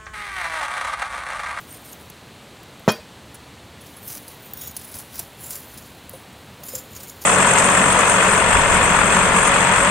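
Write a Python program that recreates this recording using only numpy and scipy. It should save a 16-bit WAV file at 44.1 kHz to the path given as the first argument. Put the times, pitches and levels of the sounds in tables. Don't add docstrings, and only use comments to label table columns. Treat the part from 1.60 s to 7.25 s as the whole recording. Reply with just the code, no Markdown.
import sys
import numpy as np
from scipy import signal
from scipy.fft import rfft, irfft
from scipy.io import wavfile
from scipy.ndimage import uniform_filter1d

SR = 44100
rng = np.random.default_rng(int(sys.argv[2]) if len(sys.argv) > 2 else 0)


def transcribe(signal):
    frames = np.atleast_2d(signal).T
    limited = np.clip(frames, -1, 1)
    pcm = np.round(limited * 32767).astype(np.int16)
    wavfile.write(sys.argv[1], SR, pcm)


def convert_level_to_amplitude(level_db):
    exponent = np.asarray(level_db, float) / 20
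    return 10 ** exponent


N = 249165
TIME = np.arange(N) / SR


def unit(x):
    return x / np.sqrt(np.mean(x ** 2))


def colour(x, points):
    hz, db = np.transpose(points)
    bins = np.fft.rfftfreq(N, 1 / SR)
    gain = convert_level_to_amplitude(np.interp(np.log(bins + 1), np.log(hz), db))
    return irfft(rfft(x) * unit(gain), N)


def ring(x, hz, t60):
    radius = 1000. ** (-1 / (t60 * SR))
    angle = 2 * np.pi * min(hz, SR / 2.2) / SR
    return signal.lfilter([0, np.sin(angle)], [1, -2 * radius * np.cos(angle), radius * radius], x)


def noise_ring(x, hz, width):
    return np.sqrt(4 * np.pi * width / SR) * ring(x, hz, 2.2 / width)


def walk(rate):
    hold = int(SR / rate)
    levels = rng.standard_normal(N // hold + 1)
    return uniform_filter1d(np.repeat(levels, hold), hold)[:N]


def puff(start, t60, rise):
    i = int(start * SR)
    t = np.arange(min(int(.2 * SR), N - i)) / SR
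    shape = (1 - np.exp(-t / max(rise, 1e-5))) * 1000. ** (-t / max(t60, 2e-3))
    return slice(i, i + len(t)), shape


def highpass(x, order, hz):
    return signal.sosfilt(signal.butter(order, hz, "high", fs=SR, output="sos"), x)


# frequency in [Hz], density in [dB per Hz].
HISS_COLOUR = [(18, -59), (30, -16), (42, -18), (75, -0.5), (145, -3), (287, -6), (345, -9), (449, -9),
               (740, -11), (1040, -12.5), (1350, -15), (4190, -18), (5170, -25.5), (8080, -25.5),
               (16000, -36)]
HISS_DB = -43.5


def hiss():
    noise = colour(rng.standard_normal(N), HISS_COLOUR)
    low = signal.sosfilt(signal.butter(2, 300, fs=SR, output="sos"), noise)
    flutter = low * (convert_level_to_amplitude(2.0 * walk(14)) - 1)
    return convert_level_to_amplitude(HISS_DB) * (noise * convert_level_to_amplitude(0.026 * walk(3.2)) + flutter)


# start in [s], peak in [dB], lowest mode in [Hz], t60 in
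# [s].
DULL_KNOCKS = [(1.283, -18.5, 432, 0.13), (1.281, -18, 600, 0.11), (1.279, -34, 1290, .08),
               (1.281, -28, 1840, .1), (1.3, -42, 1497, .3), (1.325, -40, 1030, .3), (1.31, -32, 620, .2),
               (1.338, -37, 460, .2), (1.384, -31.5, 610, 0.065), (4.535, -40, 700, 0.06),
               (4.535, -42, 1000, .05), (3.593, -41, 680, 0.114), (4.534, -30, 530, 0.097),
               (5.01, -40, 590, 0.14), (5.39, -42, 540, .15), (5.134, -27, 526, 0.13),
               (5.165, -33.5, 520, 0.15)]
# start in [s], peak in [dB], lowest mode in [Hz], t60 in [s].
PAN_KNOCK = (1.3, -36, 248, .15)


def stove():
    out = np.zeros(N)
    for start, db, hz, t60 in DULL_KNOCKS + [PAN_KNOCK]:
        at, shape = puff(start, 0.0082, rise=0.0018)
        wave = np.cos(2 * np.pi * hz * np.arange(len(shape)) / SR)
        blow = convert_level_to_amplitude(db - 2.0) * shape * wave / np.sum(shape) * 2
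        out[at] += ring(blow, hz, t60) + convert_level_to_amplitude(-23) * ring(blow, 1.99 * hz, t60 / 2)
    return out


# start in [s], blow in [dB], contact in [ms], grit in [dB].
BOUNCES = [
    (1.2781, -1.5, 1.25, -31),
    (1.2807, -15.5, 0.66, -21),
    (1.2844, -12, 1, -6),
    (1.286, -14.5, 0.85, -6.5),
    (1.2898, -9, 0.9, -6),
    (1.2954, -14, 0.96, -13),
    (1.2978, -11, 0.92, -27),
    (1.3031, -20, 0.75, -12),
]
# start in [s], level in [dB], pitch in [Hz].
CLINKS = [(1.3, -17.5, 3800), (1.2915, -11.5, 3240), (1.2945, -11.5, 5320), (1.3035, -13, 5500),
          (1.288, -18, 7700), (1.294, -17, 6160), (1.303, -24, 7000), (1.303, -19, 3240),
          (1.3165, -23, 4650), (1.287, -21, 4250), (1.279, -28, 5540)]
CLINK_SPREAD = 0.059
# level in [dB], t60 in [s].
LID_LOW_HZ = [140, 218, 432, 469, 581, 622, 679, 829, 882, 1033, 1291, 1361, 1500, 1818]
LID_LOW = [(1, 0.079), (11.5, 0.114), (-3, 0.17), (-15.5, 0.25), (-7, 0.18), (-19, 0.22), (13, 0.044),
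           (-24, 0.08), (-23, 0.17), (-3, 0.21), (6, 0.074), (-10.5, 0.11), (-18, 0.16), (0, 0.34)]
# level in [dB], t60 in [s].
LID_HIGH_HZ = [3241, 3200, 3900, 4206, 4312, 4720, 4900, 5297, 5502, 6163, 7004, 6500, 7203]
LID_HIGH = [(-18, 0.15), (-8, 0.04), (-22, 0.06), (-10, 0.056), (-2, 0.04), (-17.5, 0.2), (-9, 0.031),
            (-10, 0.033), (-10, 0.07), (-8.5, 0.05), (-14, 0.06), (-22, 0.19), (-22, .1)]
# frequency in [Hz], density in [dB per Hz].
RATTLE_COLOUR = [(59, -37), (100, -10), (614, -7), (1030, -11), (1500, -10), (2300, -14.5), (6000, -19),
                 (8000, -27), (10400, -65), (17600, -120)]
RATTLE_DB, RATTLE_T60_S = -24.5, .28
LID_DB, SLAP_DB, GRIT_DB, GRIT_RAW_DB, GRIT_T60_S = -17.5, 4, -38.5, -39, 0.029
TWIN_HZ, TWIN_DB, TWIN_S, TWIN_T60_S, SETTLES_S = (2475, 2481.5), -30, 1.285, .5, 1.362


def lid():
    push, grit, rattle, tap = np.zeros((4, N))
    for start, db, contact_ms, grit_db in BOUNCES:
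        phase = np.clip((TIME - start) / contact_ms * 1000 - .5, -.5, .5)
        push += convert_level_to_amplitude(db) * np.cos(np.pi * phase) ** 2
        at, shape = puff(start, GRIT_T60_S, rise=0.00057)
        grit[at] += convert_level_to_amplitude(grit_db) * shape
    grit = grit * rng.standard_normal(N)
    at, shape = puff(BOUNCES[0][0], RATTLE_T60_S, rise=0.0047)
    rattle[at] = shape * colour(rng.standard_normal(N), RATTLE_COLOUR)[at]

    slap = -np.gradient(push) * SR / 4000
    late = np.roll(push, int(.0005 * SR))
    low = sum(convert_level_to_amplitude(db) * ring(late, hz, t60) for hz, (db, t60) in zip(LID_LOW_HZ, LID_LOW)) / 20

    tap[int(TWIN_S * SR)] = convert_level_to_amplitude(TWIN_DB)
    high = sum(ring(tap, hz, TWIN_T60_S) for hz in TWIN_HZ) * (TIME < SETTLES_S)
    for hz, (db, t60) in zip(LID_HIGH_HZ, LID_HIGH):
        drive = convert_level_to_amplitude(GRIT_DB) * grit
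        for start, clink_db, near_hz in CLINKS:
            octaves = np.log2(hz / near_hz)
            drive[int(start * SR)] += convert_level_to_amplitude(clink_db) * np.exp(-(octaves / CLINK_SPREAD) ** 2)
        high = high + convert_level_to_amplitude(db) * ring(drive, hz, t60)

    band = signal.butter(4, [1500, 7500], "band", fs=SR, output="sos")
    raw = signal.sosfilt(band, grit)
    whole = convert_level_to_amplitude(LID_DB) * low + convert_level_to_amplitude(SLAP_DB) * slap + high
    whole = whole + convert_level_to_amplitude(GRIT_RAW_DB) * raw + convert_level_to_amplitude(RATTLE_DB) * rattle
    return highpass(whole, 4, 120)


# start in [s], peak in [dB], mode in [Hz], t60 in [s].
SNAPS = [(.1245, -32, 13700, .02), (.3306, -27, 7000, .006), (.3215, -40, 11740, .08),
         (5.1514, -26, 7370, .04), (2.9342, -24, 15100, .03), (2.9343, -25, 13800, .033),
         (2.9344, -29, 12200, .027), (2.4785, -22, 13440, .02), (3.0736, -26, 13820, .025),
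         (2.9714, -28, 15160, .02), (3.594, -32, 5750, .04), (3.5925, -22, 10200, .015),
         (2.68, -33, 4800, .015), (3.9057, -24, 13900, .02), (3.9058, -25, 10900, .02),
         (5.152, -32, 5550, .04)]
# start in [s], peak in [dB], mode in [Hz], t60 in [s].
PINGS = [(1.325, -43, 4720, .35), (1.332, -49, 5480, .3), (1.405, -47, 2478, .2), (1.318, -27, 10500, .03),
         (1.319, -29, 13600, .03), (1.319, -29, 14860, .03), (1.318, -33, 12000, .03),
         (1.743, -41, 10940, .05), (2.487, -36, 6370, .05), (2.5, -36, 6400, .04), (2.55, -38, 5000, .03),
         (2.571, -38, 4800, .03), (2.484, -32, 11900, .03), (3.164, -25, 10940, .04),
         (3.164, -30, 12320, .03), (3.164, -35, 15500, .03), (3.165, -33, 9000, .04),
         (3.213, -35, 9500, .03), (3.313, -39, 14940, .03), (3.385, -33, 11150, .05),
         (3.384, -38, 8700, .04), (3.592, -33, 7540, .05), (3.839, -35, 6900, .04),
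         (3.839, -35, 13100, .03), (4.136, -40, 10500, .03), (4.174, -42, 5100, .05),
         (5.082, -32, 7190, .05), (5.15, -31, 11840, .04), (5.349, -38, 12660, .03),
         (5.362, -31, 6630, .03), (5.362, -38, 5560, .03), (5.401, -38, 15030, .02),
         (5.401, -39, 9860, .03), (5.431, -37, 7150, .03), (5.431, -37, 13520, .04),
         (5.431, -39, 14470, .03), (5.62, -39, 4690, .03), (5.617, -38, 6330, .05), (5.62, -35, 15250, .03),
         (.41, -42, 9900, .04)]


def single_modes():
    out = np.zeros(N)
    for rows, rise in [(SNAPS, .0003), (PINGS, .0015)]:
        for start, db, hz, t60 in rows:
            at, shape = puff(start, t60, rise)
            out[at] += convert_level_to_amplitude(db) * shape * np.sin(2 * np.pi * hz * np.arange(len(shape)) / SR)
    return out


# start in [s], length in [s], level in [dB], mode in [Hz], width in [Hz].
SQUEAKS = [(.1, .075, -52, 8745, 40), (.105, .04, -51, 9087, 50), (.245, .05, -55, 8745, 40),
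           (.322, .025, -52, 14940, 100), (2.363, .03, -52, 11100, 80), (2.424, 0.03, -58, 8700, 80),
           (2.445, .035, -46, 14150, 60), (2.45, .03, -51, 9900, 120), (2.438, .04, -53, 10700, 100),
           (2.434, .05, -52, 16000, 80), (2.416, 0.045, -52.5, 12100, 80), (2.82, .06, -56, 13740, 100),
           (2.97, .025, -56, 5600, 80), (3.013, .03, -43, 13910, 120), (3.062, .018, -43, 13820, 120),
           (3.013, .035, -50, 12490, 120), (3.013, .035, -53, 10850, 120), (3.02, .025, -52, 7400, 100),
           (3.275, .03, -52, 10290, 100), (3.015, 0.065, -57, 3420, 60), (3.02, .07, -57, 5620, 70),
           (2.97, 0.1, -56, 3790, 60), (3.009, 0.094, -47, 6800, 200), (2.97, .028, -46, 15160, 120),
           (3.012, 0.04, -46, 15100, 150), (3.54, .05, -49, 12100, 90), (3.552, .05, -53, 5700, 100),
           (3.555, .04, -53, 5000, 80), (3.54, .03, -46, 15000, 150), (3.84, 0.125, -49, 7400, 200),
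           (3.8, .06, -52, 10120, 120), (3.8, .03, -53, 14860, 120), (4.039, .11, -55, 13740, 150),
           (4.53, .07, -56, 9750, 120), (5.033, 0.066, -50, 11000, 150), (5.04, 0.065, -48, 9776, 90),
           (5.07, 0.03, -49, 8742, 90), (5.09, .1, -53, 5100, 80), (5.031, .06, -49, 13700, 150),
           (5.336, .12, -59, 8650, 80), (5.382, .07, -59, 8070, 80), (5.472, 0.049, -55, 10600, 150)]


def squeaks():
    out = np.zeros(N)
    friction = unit(rng.standard_normal(N) * convert_level_to_amplitude(2.5 * walk(120)))
    for start, length, db, hz, width in SQUEAKS:
        at = slice(int(start * SR), int((start + length + .08) * SR))
        drag = friction[at] * (TIME[at] < start + length)
        out[at] += convert_level_to_amplitude(db + 2) * noise_ring(drag, hz, width)
    return out


# start in [s], peak in [dB].
CLICKS = [(.3317, -25), (2.4795, -20), (2.5717, -25), (2.6806, -26), (3.2135, -29), (5.6168, -26),
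          (3.3868, -27), (2.9354, -21), (3.0138, -26), (3.05, -27), (3.0744, -20), (3.1658, -19),
          (3.1675, -18), (3.3417, -27), (3.5938, -16), (3.9071, -17), (3.9541, -23), (5.1048, -24),
          (5.124, -24), (5.1293, -27), (5.1864, -21), (5.3642, -21), (5.4031, -27), (5.4326, -27),
          (5.4813, -24), (5.4965, -23)]


def splinters():
    out = np.zeros(N)
    for start, db in CLICKS:
        out[int(start * SR)] = convert_level_to_amplitude(db + 5)
    return highpass(out, 2, 6000)


# frequency in [Hz], density in [dB per Hz].
BRIGHT_COLOUR = [(4710, -35), (8000, -10.5), (10100, -3), (12000, -1), (12800, -6.5), (13700, 1.5),
                 (15700, -2.5), (16100, -36), (16400, -25)]
DULL_COLOUR = [(700, -0.5), (2000, -7.5), (3800, -9), (5000, 0.5), (7200, -1), (8200, -14), (9500, -8)]
# start in [s], peak in [dB], dull part in [dB], chip in [Hz].
TICKS = [(.1047, -25, -48, 9070), (.1251, -28, -47, 13700), (.1464, -34, -38, 9060),
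         (.2194, -33, -46, 13900), (.2494, -33, -43, 9050), (.3306, -27, -42, 6600),
         (.3975, -32, -47, 9830), (.4993, -24, -26, 14700), (1.0311, -31, -43, 7200),
         (1.1942, -36, -51, 13500), (1.2784, -36, -14, 8820), (1.287, -22, -36, 10700),
         (1.3184, -15, -41, 13600), (4.4939, -18.5, -37, 12500)]
# start in [s], peak in [dB], dull part in [dB], chip in [Hz].
CRACKS = [(1.7429, -24.5, -37, 9960), (2.262, -31, -30, 11100), (2.4271, -28, -43.5, 14800),
          (2.481, -20, -28, 13400), (2.4994, -24, -23, 10900), (2.5164, -30, -28, 13900),
          (2.5478, -22, -26.5, 10900), (2.5708, -26, -25, 11000), (2.6795, -21, -41, 10630),
          (3.0128, -20, -39.5, 13900), (3.0344, -22, -32, 9700), (3.0736, -19, -36.5, 13800),
          (3.1649, -13, -29, 10300), (3.2128, -27, -29, 9400), (3.3405, -30, -25, 10900),
          (3.351, -24, -30, 11000), (3.5545, -21.5, -30, 13700), (3.5919, -9, -21, 11900),
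          (3.9057, -13, -24, 14000), (3.928, -22, -25, 10200), (3.9526, -19, -30, 10900),
          (5.0337, -24, -32, 13500), (5.1514, -16, -40, 7370), (5.3634, -22, -22.5, 6780),
          (5.4013, -27, -29, 13800), (5.4313, -25, -29, 13200), (5.4951, -20, -40, 6970)]
# start in [s], peak in [dB], dull part in [dB], chip in [Hz].
CRUMBLES = [
    (3.384, -19, -36, 11150),
    (4.172, -23, -36, 11100),
    (5.083, -18, -33, 15100),
    (5.147, -13, -40, 7370),
    (5.179, -16, -40, 7340),
    (5.614, -20, -32, 13900),
    (3.58, -26, -36, 12000),
    (.317, -28, -42, 11740),
]
# start in [s], peak in [dB], chip in [Hz].
CRUMBS = [(2.2088, -29.5, 11000), (2.3642, -29, 11000), (2.45, -32, 14100), (2.8197, -42, 14000),
          (2.906, -35, 15000), (2.9339, -27, 13800), (2.9714, -25, 15300), (3.108, -28, 12100),
          (3.2362, -30, 13900), (3.2446, -22, 11000), (3.2861, -33, 10300), (3.3126, -25, 13700),
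          (3.5416, -35, 14900), (3.79, -40, 10100), (3.8065, -28, 13500), (3.839, -23, 11200),
          (4.0983, -33, 13700), (4.1382, -31, 10300), (4.2205, -31, 6960), (4.2704, -37, 13600),
          (4.5084, -34, 11200), (4.5323, -29, 9700), (4.7249, -39, 9820), (4.8102, -40, 11900),
          (5.061, -23.5, 11800), (5.1265, -27, 10600), (5.329, -33, 7000), (5.3499, -22.5, 6900),
          (5.4702, -36, 6890), (5.4801, -27, 13800)]
CRUMB_DULL_DB = -21
DULL_STRETCH, DULL_RISE_S = 1.51, 0.003
CHIP_SLOPE = 0.28


def cracks():
    bright, dull, chips = np.zeros((3, N))
    noise = unit(rng.standard_normal(N) * convert_level_to_amplitude(2.1 * walk(450)))
    crumbs = [(start, db, db + CRUMB_DULL_DB, hz) for start, db, hz in CRUMBS]
    # rows, t60 in s, chip level in dB
    kinds = [(TICKS, 0.018, -10.5), (CRACKS, .036, -13), (crumbs, 0.044, -10), (CRUMBLES, .07, -13)]
    for rows, t60, chip_db in kinds:
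        for start, db, dull_db, hz in rows:
            at, shape = puff(start, t60, rise=1.39 * t60 ** 2)
            bright[at] += convert_level_to_amplitude(db - 11.0) * shape
            dull[at] += convert_level_to_amplitude(dull_db - 7.5) * puff(start, DULL_STRETCH * t60, DULL_RISE_S)[1]
            chip_level = convert_level_to_amplitude(db + chip_db - CHIP_SLOPE * (db + 30) - 13)
            chips[at] += chip_level * ring(noise[at] * shape, hz, t60=.008)
    bursts = noise * bright
    return colour(bursts, BRIGHT_COLOUR) + colour(noise * dull, DULL_COLOUR) + chips, bursts


# time of full force in [s], hold in [s], bright grit in [dB],
# dull grit in [dB], plate ring share in [dB].
PUSHES = [(0, .01, -53.5, -50.5, -6), (0.094, 0.07, -51.5, -55, 2), (0.248, 0.073, -51.5, -53, 0),
          (.41, .005, -56, -56, -12), (1.297, 0.022, -47, -57, 4), (1.753, .005, -61, -61, -1),
          (2.26, .05, -74, -55, -5.5), (2.481, 0.078, -40.5, -44, -7), (2.697, .01, -52, -48, -7),
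          (2.86, .02, -53.5, -65, -18), (2.978, .005, -51, -62, -12), (3.018, 0.045, -43.5, -64, -7.5),
          (3.197, 0.095, -52, -47.5, -8), (3.345, 0.012, -46, -44, -17), (3.39, .012, -44, -46, -14),
          (3.546, 0.062, -46, -40.5, -8), (3.823, 0.06, -43, -51, -7.5), (3.912, 0.04, -39, -43, -9),
          (3.991, 0.025, -48, -47, -19), (4.09, 0.17, -62, -53, -8), (4.54, .01, -50.5, -60, 1),
          (5.057, 0.057, -46, -66, -4), (5.15, 0.012, -39, -56, -7), (5.35, 0.16, -53, -55, -7),
          (5.645, .01, -43, -41, -11.5)]
ATTACK_DB_PER_S, RELEASE_DB_PER_S = 450, 271


def pushes():
    out = np.zeros((3, N))
    for start, hold, bright_db, dull_db, ring_db in PUSHES:
        before = (start - TIME) * ATTACK_DB_PER_S
        after = (TIME - start - hold) * RELEASE_DB_PER_S
        shape = convert_level_to_amplitude(-np.maximum(np.maximum(before, after), 0))
        out += convert_level_to_amplitude(np.array([[bright_db - 1.5], [dull_db - 5.0], [bright_db + ring_db - 3]])) * shape
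    return out


# from in [s], to in [s], resting contact in [dB],
# ring share of cracks in [dB].
SPOTS = [
    (0, 0.503, -70, -4),
    (1.28, 1.37, -70, -9),
    (1.748, 1.818, -76, 9),
    (2.204, 2.8, -58, 1.5),
    (2.8, 3.167, -56.5, -2),
    (3.145, 3.76, -58.5, 1),
    (3.763, 4.464, -59, -0.5),
    (4.47, 5.03, -63.5, -12),
    (5.03, 5.65, -55.5, -1.5),
]
# mode in [Hz], width in [Hz],
# level in [dB].
FIRST_PLATES = [
    [(6600, 60, -15), (8745, 30, -8), (9080, 40, -6), (9820, 71, -13), (11740, 90, -19), (13700, 200, -6)],
    [(10400, 180, -4), (13700, 150, -3), (14900, 150, -6)],
    [(7200, 120, -2), (8800, 120, -6), (9960, 200, -15), (11100, 300, 2.5)],
    [(6570, 210, -11), (9700, 200, -13), (11000, 270, -4), (12100, 250, -4), (14100, 110, -4)],
]
# mode in [Hz], width
# in [Hz], level in [dB].
LATER_PLATES = [
    [(3400, 55, -18), (3790, 64, -9), (5700, 140, -10), (6780, 440, 1.5), (9600, 230, 2.5),
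     (12500, 270, -21), (13800, 200, -5.5), (15100, 250, 5)],
    [(5100, 143, -18.5), (10300, 200, -7), (10900, 230, 0), (12100, 400, -6), (13800, 400, -3),
     (15000, 250, -8)],
    [(7400, 250, -5), (10300, 450, -5), (11200, 280, -5), (13800, 500, -4)],
    [(9700, 55, -4.5), (11200, 100, -8), (14400, 160, -9)],
    [(5307, 193, -13), (7030, 180, -1), (7370, 170, -1.5), (9670, 320, -4), (12400, 250, -19),
     (13600, 400, -14), (15100, 280, -15)],
]
REST_RING_DB = -8.5


def touched_plates(grains, ringing, crack):
    plates, resting = np.zeros((2, N))
    for (start, end, rest_db, share_db), modes in zip(SPOTS, FIRST_PLATES + LATER_PLATES):
        on = np.clip(np.minimum(TIME - start, end - TIME) / .004 + .5, 0, 1)
        resting += on * convert_level_to_amplitude(rest_db)
        force = on * (ringing + convert_level_to_amplitude(rest_db + share_db + REST_RING_DB))
        at = slice(max(int((start - .01) * SR), 0), int((end + .1) * SR))
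        for hz, width, db in modes:
            touch = convert_level_to_amplitude(3.5 * np.roll(walk(45), -rng.integers(SR))[at])
            drive = (grains * force)[at] * touch + convert_level_to_amplitude(share_db - 6.5) * (on * crack)[at]
            plates[at] += convert_level_to_amplitude(db) * noise_ring(drive, hz, width)
    return plates, resting


def spurts(grit):
    place = np.clip(np.fft.rfftfreq(N, 1 / SR) / 900 - 4, 0, 13)
    lines, out = rfft(grit), 0
    for k in range(14):
        band = lines * np.cos(np.pi / 2 * np.clip(place - k, -1, 1)) ** 2
        out = out + irfft(band, N) * convert_level_to_amplitude(2.2 * walk(90) + 0.5)
    return out


def rake(crack):
    grains = unit(rng.standard_normal(N) * convert_level_to_amplitude(1.2 * walk(72) + 3.0 * walk(700)))
    bright, dull, ringing = pushes()
    plates, resting = touched_plates(grains, ringing, crack)
    grit = colour(grains * (bright + resting), BRIGHT_COLOUR) + colour(grains * dull, DULL_COLOUR)
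    return spurts(grit) + plates


def scene():
    crackle, bursts = cracks()
    background = hiss() + stove() + lid()
    touches = single_modes() + squeaks() + splinters()
    return np.tile(background + touches + crackle + rake(bursts), (2, 1))


def roll_off(x):
    return signal.sosfilt(signal.butter(12, 16820, fs=SR, output="sos"), x)


def record(dry):
    top = signal.ellip(10, .2, 70, 15820, fs=SR, output="sos")
    mix = np.clip(signal.sosfilt(top, dry), -1, 1)
    return roll_off(mix)


dry = scene()
out = record(dry)
transcribe(out)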